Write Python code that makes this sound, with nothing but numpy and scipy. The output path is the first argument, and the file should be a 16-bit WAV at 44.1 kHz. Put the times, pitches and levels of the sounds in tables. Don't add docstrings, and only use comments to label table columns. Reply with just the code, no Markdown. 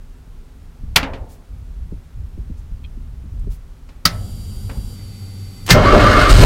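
import sys
import numpy as np
from scipy import signal
from scipy.fft import rfft, irfft, next_fast_len
from scipy.io import wavfile
from scipy.ndimage import uniform_filter1d, map_coordinates

SR = 44100
rng = np.random.default_rng(int(sys.argv[2]) if len(sys.argv) > 2 else 0)


def pcm_store(signal):
    levels = np.round(np.clip(np.atleast_2d(signal), -1, 1) * 32767)
    wavfile.write(sys.argv[1], SR, levels.astype(np.int16).T)


N = 284445
TIME = np.arange(N) / SR
CRANK_S, CATCH_S, CATCH_LENGTH_S = 5.72, 6.27, 0.023


# [start_s, level_db, length_s]
KICKS = [(5.69, -8, 0.017), (5.714, -7.5, 0.0055), (5.745, -3.5, 0.0064), (5.79, -3, .009),
         (5.918, 8, 0.026), (6.022, -3, 0.023), (6.148, 1, .02), (6.25, -5, 0.021)]
# [start_s, level_db, length_s]
FIRINGS = [(6.305, 10.9, 0.014), (6.352, 7.6, 0.01), (6.396, 7, 0.0067), (6.428, 5.1, 0.0077)]
# [pitch_hz, level_db, t60_s]
BOOM = [(39.8, -8, 0.25), (66, -9.5, 0.075), (107.4, -4, 0.14), (154, -3.5, 0.083), (310, -27, .08)]
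SHAKE_DB, SHAKE_CAUGHT_DB = -16, 8.5


def engine():
    pushes = pressure_pulses(KICKS) + pressure_pulses(FIRINGS)
    boom = signal.fftconvolve(pushes, ringing(BOOM))[:N]
    boom = high_pass(boom, 24)

    shake = noise([(30, -5.5), (42, -2.5), (65, -6.5), (105, -10), (130, -16)])
    shake = even_out(shake, SR // 12)
    shake_db = SHAKE_DB + SHAKE_CAUGHT_DB * fade_in(CATCH_S, 0.037)

    bark_spectrum = [(150, 0), (420, 0), (950, -5), (2000, -17), (8000, -29)]
    bark = blow(bark_spectrum, t60=0.17, tail_db=-13, rise=0.0038)
    add(boom, 6.424, from_db(-6.5) * bark)
    return boom + fade_in(5.69, .04) * from_db(shake_db) * shake


def pressure_pulses(rows):
    out = np.zeros(N)
    for start_s, level_db, length_s in rows:
        push = np.hanning(int(length_s * SR))
        add(out, start_s, from_db(level_db) * push / push.sum())
    return out


# [multiple of the tooth-mesh rate, level_db]
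MESH_ORDERS = [(.5, -14), (1, 1), (1.12, -7.5), (1.5, -15), (1.83, -14), (2, -12), (3, -14), (4, -19)]
# [pitch_hz, width_hz, level_db]
HOUSING = [(587, 41, 3), (664, 55, 1.5), (743, 50, -3), (1152, 89, -1.5), (1282, 79, 0), (1474, 116, -2),
           (1690, 60, -1.5), (1970, 42, -5), (2150, 140, -1.5), (2860, 300, -5), (3740, 490, -8),
           (4520, 220, -3)]
# [pitch_hz, level_db]
BLOCK = [(53, -38), (90, -6), (118, -0.5), (231, -7.5), (313, -5), (355, -9), (415, -6.5), (534, -9.5),
         (575, -4), (672, -7), (820, -15), (940, -18.5), (1100, -13), (1430, -34), (2420, -120)]
CLATTER = [(530, -39), (900, -15), (972, -14), (1160, -6), (1260, -5), (1510, -3.5), (1570, -10),
           (2140, -6.5), (2370, -20), (2820, -15), (3740, -23), (4800, -22.5), (7000, -33.5), (9100, -65),
           (15400, -120)]
RASP = [(2940, -2), (5000, -3.5), (5610, -11), (8150, -9.5), (10400, -18), (13900, -20), (15700, -30)]
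# [pitch_hz, level_db]
SOLENOID = [(47, -23), (80, -3), (189, -11), (315, -10.5), (993, -13.5), (2010, -8.5), (2570, -13),
            (5440, -13), (10100, -28.5), (14700, -23), (15700, -30)]
# [pitch_hz, level_db, t60_s]
SOLENOID_MODES = [(1768, -9.5, 0.15), (2104, -13, 0.23)]
ENGAGE_MODES = [(129, -5, 0.34), (164.3, -2.5, 0.17), (242, -16, 0.093)]
# [start_s, level_db, upper_edge_hz]
PINION = [(5.678, -21.5, 7000), (5.689, -15.5, 9000), (5.696, -10, 7000)]
# [pitch_hz, level_db]
KNOCK_COLOUR = [(200, -1), (400, -2), (900, -1.5), (2800, -4), (6000, -10.5), (15000, -15.5)]


def starter():
    mesh_hz, howl_db, block_db, clatter_db, rasp_db = cranking()
    teeth = np.cumsum(mesh_hz * (1 + .032 * drift(400))) / SR
    howl = sum(from_db(db + 3.3 * drift(200)) * np.sin(2 * np.pi * k * teeth) for k, db in MESH_ORDERS)
    howl = resonate(howl * from_db(howl_db) * fade_in(5.71, 0.018), HOUSING)
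    howl = panels(howl, t60=0.17, wet=0.66)

    block = rms_one(panels(noise(BLOCK), t60=.3, wet=1.22))
    block = from_db(block_db) * block * fade_in(5.735, 0.015)

    swell = rms_one((1 + 0.57 * np.cos(np.pi * teeth)) * from_db(2 * drift(200)))
    clatter = panels(swell * rng.standard_normal(N), t60=0.13, wet=1.13)
    clatter = from_db(clatter_db) * coloured(clatter, CLATTER)
    rasp = from_db(rasp_db) * panels(swell * noise(RASP), t60=.06, wet=0.72)

    slam = snap(5.7045, SOLENOID, SOLENOID_MODES, level_db=0.5, ring_db=1.5, travel=0.00313,
                lead_db=-5.5, t60=0.11, tail_db=-18, flex_db=-0.5)
    add(slam, 5.714, from_db(2.0) * ringing(ENGAGE_MODES))
    for start_s, level_db, edge_hz in PINION:
        grate = low_pass(blow(KNOCK_COLOUR, t60=0.066, tail_db=-12.5), edge_hz)
        add(slam, start_s, from_db(level_db) * grate)
    return slam + howl + block + (clatter + rasp) * fade_in(CRANK_S, 0.011)


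# [start_s, mean tooth-mesh pitch_hz, howl level_db]
STARTER_SPEED = [(5.70, 250, -45), (5.755, 585, -10), (5.79, 650, -18), (5.83, 745, -16),
                 (5.86, 1140, -8.5), (5.92, 1185, -10), (5.97, 1370, -17), (6.08, 1310, -12.5),
                 (6.28, 1315, -11), (6.33, 1338, -34)]
SWING_FROM_S, COMPRESSION_AT_S, COMPRESSION_PERIOD_S = 5.93, 6.165, .104
SWING_SHARE, LOAD_DB, DWELL_DB = .13, 1.5, 3
BLOCK_DB, BLOCK_FADE_DB_PER_S, BLOCK_RUN_UP_DB_PER_S = -15.3, 9, 45
SURGE_DB, SURGE_RISE_S, SURGE_T60_S = 6, .025, .6
CLATTER_DB, CLATTER_DB_PER_OCTAVE, CLATTER_CAUGHT_DB = -16.2, 5, -3.5
SEATING_DB, SEATING_S = 12, .03
FULL_MESH_HZ = 1330
RASP_DB, RASP_DB_PER_OCTAVE, RASP_DB_PER_S, RASP_CAUGHT_DB = -34.5, 7.5, 9.5, 8


def cranking():
    mean_hz, howl_db = in_time(STARTER_SPEED)
    caught = fade_in(CATCH_S, CATCH_LENGTH_S)
    swing = np.cos(2 * np.pi * (TIME - COMPRESSION_AT_S) / COMPRESSION_PERIOD_S)
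    load = fade_in(SWING_FROM_S, 0.0997) * swing
    mesh_hz = mean_hz * (1 - SWING_SHARE * load)
    octaves = np.log2(mesh_hz / FULL_MESH_HZ)
    howl_db = howl_db + LOAD_DB * load + DWELL_DB * (load ** 2 - .5)

    surge = sum(from_db(db - 60 * since(s) / SURGE_T60_S) * fade_in(s, SURGE_RISE_S) for s, db, _ in KICKS)
    block_db = BLOCK_DB + SURGE_DB * surge
    block_db = block_db - BLOCK_FADE_DB_PER_S * since(CRANK_S) + BLOCK_RUN_UP_DB_PER_S * since(CATCH_S)

    seating_db = SEATING_DB * np.exp(-since(CRANK_S) / SEATING_S)
    clatter_db = CLATTER_DB + CLATTER_DB_PER_OCTAVE * octaves + CLATTER_CAUGHT_DB * caught + seating_db
    rasp_db = RASP_DB + RASP_DB_PER_OCTAVE * octaves
    rasp_db = rasp_db + RASP_DB_PER_S * since(CRANK_S) + RASP_CAUGHT_DB * caught
    return mesh_hz, howl_db, block_db, clatter_db, rasp_db


# [pitch_hz, level_db]
MOTOR_SWITCH = [(47, -29), (80, 0), (216, -6.5), (359, -14), (1020, -6), (1290, -5.5), (1450, -2.5),
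                (1610, -6.5), (1930, -2.5), (3270, -4.5), (3580, -7.5), (4360, -6.5), (9250, -22.5),
                (12600, -18), (15700, -28)]
PUMP_SWITCH = [(47, -40), (80, 1), (207, -10.5), (469, -20.5), (638, -11), (870, -20.5), (1290, -11.5),
               (1730, -14), (2100, -9.5), (2350, -15.5), (4180, -10), (5090, -8.5), (6640, -18),
               (7420, -23.5), (15700, -23.5)]
# [pitch_hz, level_db, t60_s]
MOTOR_MODES = [(1068, -21.5, .09), (1540, -19.5, .08), (2120, -22, 0.098), (2606, -20, .08),
               (4350, -14, 0.068)]
PUMP_MODES = [(167, -24.5, 0.31), (1297, -13, 0.076), (1310, -36, .45), (4730, 4, 0.013), (5270, -9, 0.019)]
DASH_MODES = [(154.7, -13, .15), (269.5, 2.5, 0.17), (445, -6.5, 0.16), (542, -12, 0.55),
              (862, -15.5, 0.59)]
# [start_s, level_db, upper_edge_hz, t60_s]
KNOCKS = [(1.029, -19, 3370, 0.08), (1.134, -31.5, 3400, 0.12), (3.889, -44, 6000, 0.057),
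          (4.694, -31, 2800, 0.087)]


def dash():
    out = snap(0.96, MOTOR_SWITCH, MOTOR_MODES, level_db=2, ring_db=-1.5, travel=.0018,
               lead_db=-13.5, t60=.06, tail_db=-19, flex_db=-3)
    out += snap(4.0542, PUMP_SWITCH, PUMP_MODES, level_db=-4.0, ring_db=5.0, travel=.0016,
                lead_db=-2.5, t60=0.066, tail_db=-15.5, flex_db=-2)
    button = blow([(400, -6), (4500, -2), (8000, -3), (14000, -8)], t60=0.056, tail_db=-8)
    add(out, 5.663, from_db(-27) * button)
    for start_s, level_db, edge_hz, t60 in KNOCKS:
        rattle = low_pass(blow(KNOCK_COLOUR, t60, tail_db=-6.5), edge_hz)
        add(out, start_s, from_db(level_db) * (rattle + from_db(-3.5) * ringing(DASH_MODES)))
    return out


# [multiple of the shaft rate, level_db]
PUMP_ORDERS = [(1, 3), (2, -14.5), (3, -23.5), (4, -28.5), (8.18, -29.5), (47, -35), (82, -30), (88, -43),
               (90, -42), (96, -42), (112.2, -35)]
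PUMP_VANES, LOW_WHINE_ORDER = 48, 31.2
# [pitch_hz, level_db]
FUEL_HISS = [(710, -47), (1200, -25), (1600, -22), (2310, -13), (2780, -12), (3090, -10), (4090, -11.5),
             (4810, -11), (4970, -5), (6300, -14), (7480, -10), (12300, -11.5), (15700, -22)]
LOADED_HISS = [(710, -43), (1200, -12), (1770, -20), (2030, -11), (2490, -14.5), (4270, -9), (4660, -8),
               (4970, -13), (10400, -12.5), (13700, -17), (15700, -29)]
PUMP_DRONE = [(65, -20), (110, 0), (130, -14), (219, -11), (264, -24.5), (503, -31), (661, -42), (796, -39),
              (850, -44), (1500, -42.5), (1950, -72), (3300, -120)]
PUMP_ON_S, PUMP_SPIN_UP_S, LINE_FULL_S = 4.06, .015, 4.95
PUMP_FREE_HZ, PUMP_LOAD_DROP_HZ, PUMP_CRANK_DROP_HZ = 97.46, 1.42, 7.7
# (running free dB, under pressure dB)
HUM_DB, WHINE_DB, LOW_WHINE_DB, HISS_DB = (-36, -31.7), (-50, -49), (-65, -71), (-49, -51)


def fuel_pump():
    pressure = fade_in(LINE_FULL_S, .02)
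    spin_up = 1 - .2 * np.exp(-since(PUMP_ON_S) / PUMP_SPIN_UP_S)
    shaft_hz = spin_up * PUMP_FREE_HZ - PUMP_LOAD_DROP_HZ * pressure
    shaft_hz = shaft_hz - PUMP_CRANK_DROP_HZ * fade_in(5.66, 0.11)
    hum_db, whine_db, low_db, hiss_db = [free + (full - free) * pressure
                                         for free, full in (HUM_DB, WHINE_DB, LOW_WHINE_DB, HISS_DB)]

    angle = 2 * np.pi * np.cumsum(shaft_hz * (1 + 0.0004 * drift(30))) / SR
    hum = sum(from_db(db + 2.6 * drift(12)) * np.sin(k * angle) for k, db in PUMP_ORDERS)
    whine = fade_in(PUMP_ON_S, .14) * from_db(whine_db + 1.4 * drift(25)) * np.sin(PUMP_VANES * angle)
    whine += from_db(low_db + 3 * drift(20)) * np.sin(LOW_WHINE_ORDER * angle)

    one_turn = coloured(rng.standard_normal(SR), FUEL_HISS)
    turn_share = angle % (2 * np.pi) / (2 * np.pi)
    buzz = map_coordinates(one_turn, [turn_share * SR / shaft_hz[N * 3 // 4]], order=3)

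    filling = panels(noise(FUEL_HISS), t60=0.032, wet=1.3)
    filling = map_coordinates(filling, [np.cumsum(1 + .012 * drift(7))], order=3)
    loaded = panels(noise(LOADED_HISS), t60=0.034, wet=1.8)
    flow = np.sqrt(1 - pressure) * filling + np.sqrt(pressure) * loaded
    hiss = from_db(hiss_db) * (0.98 * flow + 0.54 * buzz)
    drone = from_db(hiss_db + 14.0) * noise(PUMP_DRONE)
    return fade_in(PUMP_ON_S, 0.043) * (from_db(hum_db) * hum + whine + hiss + drone)


# [pitch_hz, level_db]
RUMBLE = [(20, -6), (38, 1.5), (70, -2), (110, -12.5), (180, -25), (350, -41.5)]
# [start_s, peak level_db, upper_edge_hz]
BUMPS = [(.832, -24.5, 168), (1.805, -21.5, 70), (1.921, -16.5, 250), (2.161, -21, 80), (2.377, -21.5, 228),
         (2.497, -21.5, 241), (2.715, -28.5, 190), (2.974, -29, 219.5), (3.236, -25, 217),
         (3.441, -20.5, 180), (3.471, -20.5, 276), (4.77, -21, 200), (4.835, -18.5, 140)]
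# [start_s, length_s, level_db, centre pitch_hz, width_octaves]
# the brushing noise is 18 dB down at twice the width on either side of its centre
BRUSHES = [(1.286, 0.097, -53, 7150, 2.7), (2.57, 0.046, -59.5, 5970, .7), (3.394, .008, -56, 8000, 0.67),
           (3.5, 0.082, -51.5, 6640, 6.6)]
# [start_s, level_db]
CREAK = [(2.841, -41), (2.846, -38), (2.850, -39.5), (2.859, -46)]
# [pitch_hz, level_db, t60_s]
CREAK_MODES = [(2520, 1, .018), (2850, -2, .012), (3195, 2, .018), (4060, -5, .012)]


def driver():
    out = rocking() * even_out(noise(RUMBLE), SR // 8)
    t = TIME[:SR // 2]
    for start_s, level_db, edge_hz in BUMPS:
        jolt = rng.standard_normal(len(t)) * from_db(-60 * t / 0.08)
        thud = low_pass(low_pass(jolt, edge_hz), edge_hz)
        add(out, start_s, from_db(level_db) * thud / abs(thud).max())
    for start_s, length_s, level_db, hz, octaves in BRUSHES:
        friction = noise([(hz / 4 ** octaves, -18), (hz, 0), (hz * 4 ** octaves, -18)])
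        stroke = np.sin(np.pi * fade_in(start_s, length_s) ** 0.63)
        out += from_db(level_db) * stroke * friction
    for start_s, level_db in CREAK:
        add(out, start_s, from_db(level_db) * ringing(CREAK_MODES) * fade_in(0, .0008)[:SR])
    return out


# [start_s, length_s, rumble level_db]
SHIFTS = [(.79, 0.43, -28.5), (1.488, 0.45, -31.5), (2.14, .1, -26.5), (2.32, 0.92, -32.5),
          (3.299, 0.23, -24), (4.036, .82, -29.5)]
SHIFT_ATTACK_S, SHIFT_RELEASE_S = 0.032, 0.097
SITTING_DB = -43
BUMP_ROCK_DB, BUMP_ROCK_S = -28.5, 0.083


def rocking():
    power = from_db(SITTING_DB) ** 2
    for start_s, length_s, level_db in SHIFTS:
        shift = held(start_s, length_s, SHIFT_ATTACK_S, SHIFT_RELEASE_S)
        power = power + (from_db(level_db) * shift) ** 2
    for start_s, _, _ in BUMPS:
        rock = np.sin(np.pi * fade_in(start_s - .015, BUMP_ROCK_S))
        power = power + (from_db(BUMP_ROCK_DB) * rock) ** 2
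    return np.sqrt(power)


# [pitch_hz, level_db]
AIR = [(15, -31), (25, 1), (102, -17), (123, -28), (156, -13), (179, -29), (241, -20), (315, -34),
       (381, -30), (555, -36.5), (1350, -40), (1820, -44), (15700, -57)]


def cabin_air():
    return from_db(-39.5) * noise(AIR)


def snap(s, spectrum, modes, level_db, ring_db, travel, lead_db, t60, tail_db, flex_db=-5.0):
    out = np.zeros(N)
    tick = blow(spectrum, t60=0.012, tail_db=-26.5)
    add(out, s - travel, from_db(level_db + lead_db) * tick)
    crack = high_pass(blow(spectrum, t60, tail_db), 1300)
    flex = low_pass(blow(spectrum, t60=0.11, tail_db=-15, rise=0.0089), 1300)
    hit = from_db(level_db) * (crack + from_db(flex_db) * flex)
    add(out, s, hit + from_db(ring_db) * ringing(modes))
    return out


def blow(spectrum, t60, tail_db, rise=0.0011):
    t = TIME[:SR]
    panel, air = [coloured(white, spectrum) for white in rng.standard_normal((2, SR))]
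    dying = panel * from_db(-60 * t / t60)
    return np.minimum(t / rise, 1) * (dying + from_db(tail_db) * cabin_tail(air))


# [pitch_hz, t60_s]
CABIN_T60 = [(60, .4), (250, 0.85), (480, .9), (800, .8), (1150, 0.39), (3000, 0.2), (6000, 0.15),
             (15000, .12)]


def cabin_tail(x):
    centres = np.geomspace(60, 15000, 14)
    place = np.interp(np.log(np.arange(SR // 2 + 1) + 1), np.log(centres), np.arange(len(centres)))
    whole = rfft(x)
    out = 0
    for k, hz in enumerate(centres):
        band = irfft(whole * np.maximum(1 - abs(place - k), 0), SR)
        out = out + band * from_db(-60 * TIME[:SR] / at_hz(CABIN_T60, hz))
    return out


def ringing(modes):
    t = TIME[:SR]
    return sum(from_db(db - 60 * t / t60) * np.sin(2 * np.pi * hz * t) for hz, db, t60 in modes)


def panels(x, t60, wet):
    t = TIME[:SR // 4]
    echoes = rng.standard_normal(len(t)) * from_db(-60 * t / t60)
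    reflected = signal.fftconvolve(x, echoes / np.linalg.norm(echoes))[:N]
    return (x + wet * reflected) / np.hypot(1, wet)


def resonate(x, modes):
    out = 0
    for k, (hz, width_hz, db) in enumerate(modes):
        r = np.exp(-np.pi * width_hz / SR)
        feedback = [1, -2 * r * np.cos(2 * np.pi * hz / SR), r * r]
        band = signal.lfilter([1, 0, -1], feedback, x + 1e-18)
        out = out + (-1) ** k * from_db(db) * (1 - r * r) / 2 * band
    return out


def noise(spectrum):
    return coloured(rng.standard_normal(next_fast_len(N)), spectrum)[:N]


def coloured(x, spectrum):
    hz = np.arange(len(x) // 2 + 1) * SR / len(x) + 1e-3
    low_skirt = 1 + (.85 * spectrum[0][0] / hz) ** 8
    high_skirt = 1 + (hz / spectrum[-1][0] / 1.15) ** 8
    gain = from_db(at_hz(spectrum, hz)) / np.sqrt(low_skirt * high_skirt)
    return rms_one(irfft(rfft(x) * gain, len(x)))


def at_hz(points, hz):
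    f, value = np.transpose(points)
    return np.interp(np.log(hz + 1e-3), np.log(f), value)


def in_time(rows):
    s, *columns = np.transpose(rows)
    return [np.interp(TIME, np.sort(s), c) for c in columns]


def drift(rate):
    return np.interp(TIME * rate, np.arange(8000), rng.standard_normal(8000))


def low_pass(x, hz):
    return signal.sosfilt(signal.butter(2, min(hz, .45 * SR), fs=SR, output="sos"), x)


def high_pass(x, hz):
    return signal.sosfilt(signal.butter(2, hz, "high", fs=SR, output="sos"), x)


def rms_one(x):
    return x / np.sqrt(np.mean(x ** 2) + 1e-20)


def even_out(x, samples):
    return x / np.sqrt(uniform_filter1d(x ** 2, size=samples))


def from_db(db):
    return 10 ** (np.asarray(db) / 20)


def fade_in(start, length):
    return np.clip((TIME - start) / length, 0, 1)


def held(start, length, attack, release):
    return fade_in(start, attack) * (1 - fade_in(start + length, release))


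def since(start):
    return np.maximum(TIME - start, 0)


def add(out, s, sound):
    i = int(s * SR)
    out[i:i + len(sound)] += sound[:max(N - i, 0)]


def scene():
    return (engine() + starter() + dash() + fuel_pump() + driver() + cabin_air())[None]


def record(dry):
    clipped = np.clip(dry, -1, 1)
    return signal.sosfilt(signal.ellip(10, .1, 85, 15800, fs=SR, output="sos"), clipped)


dry = scene()
out = record(dry)
pcm_store(out)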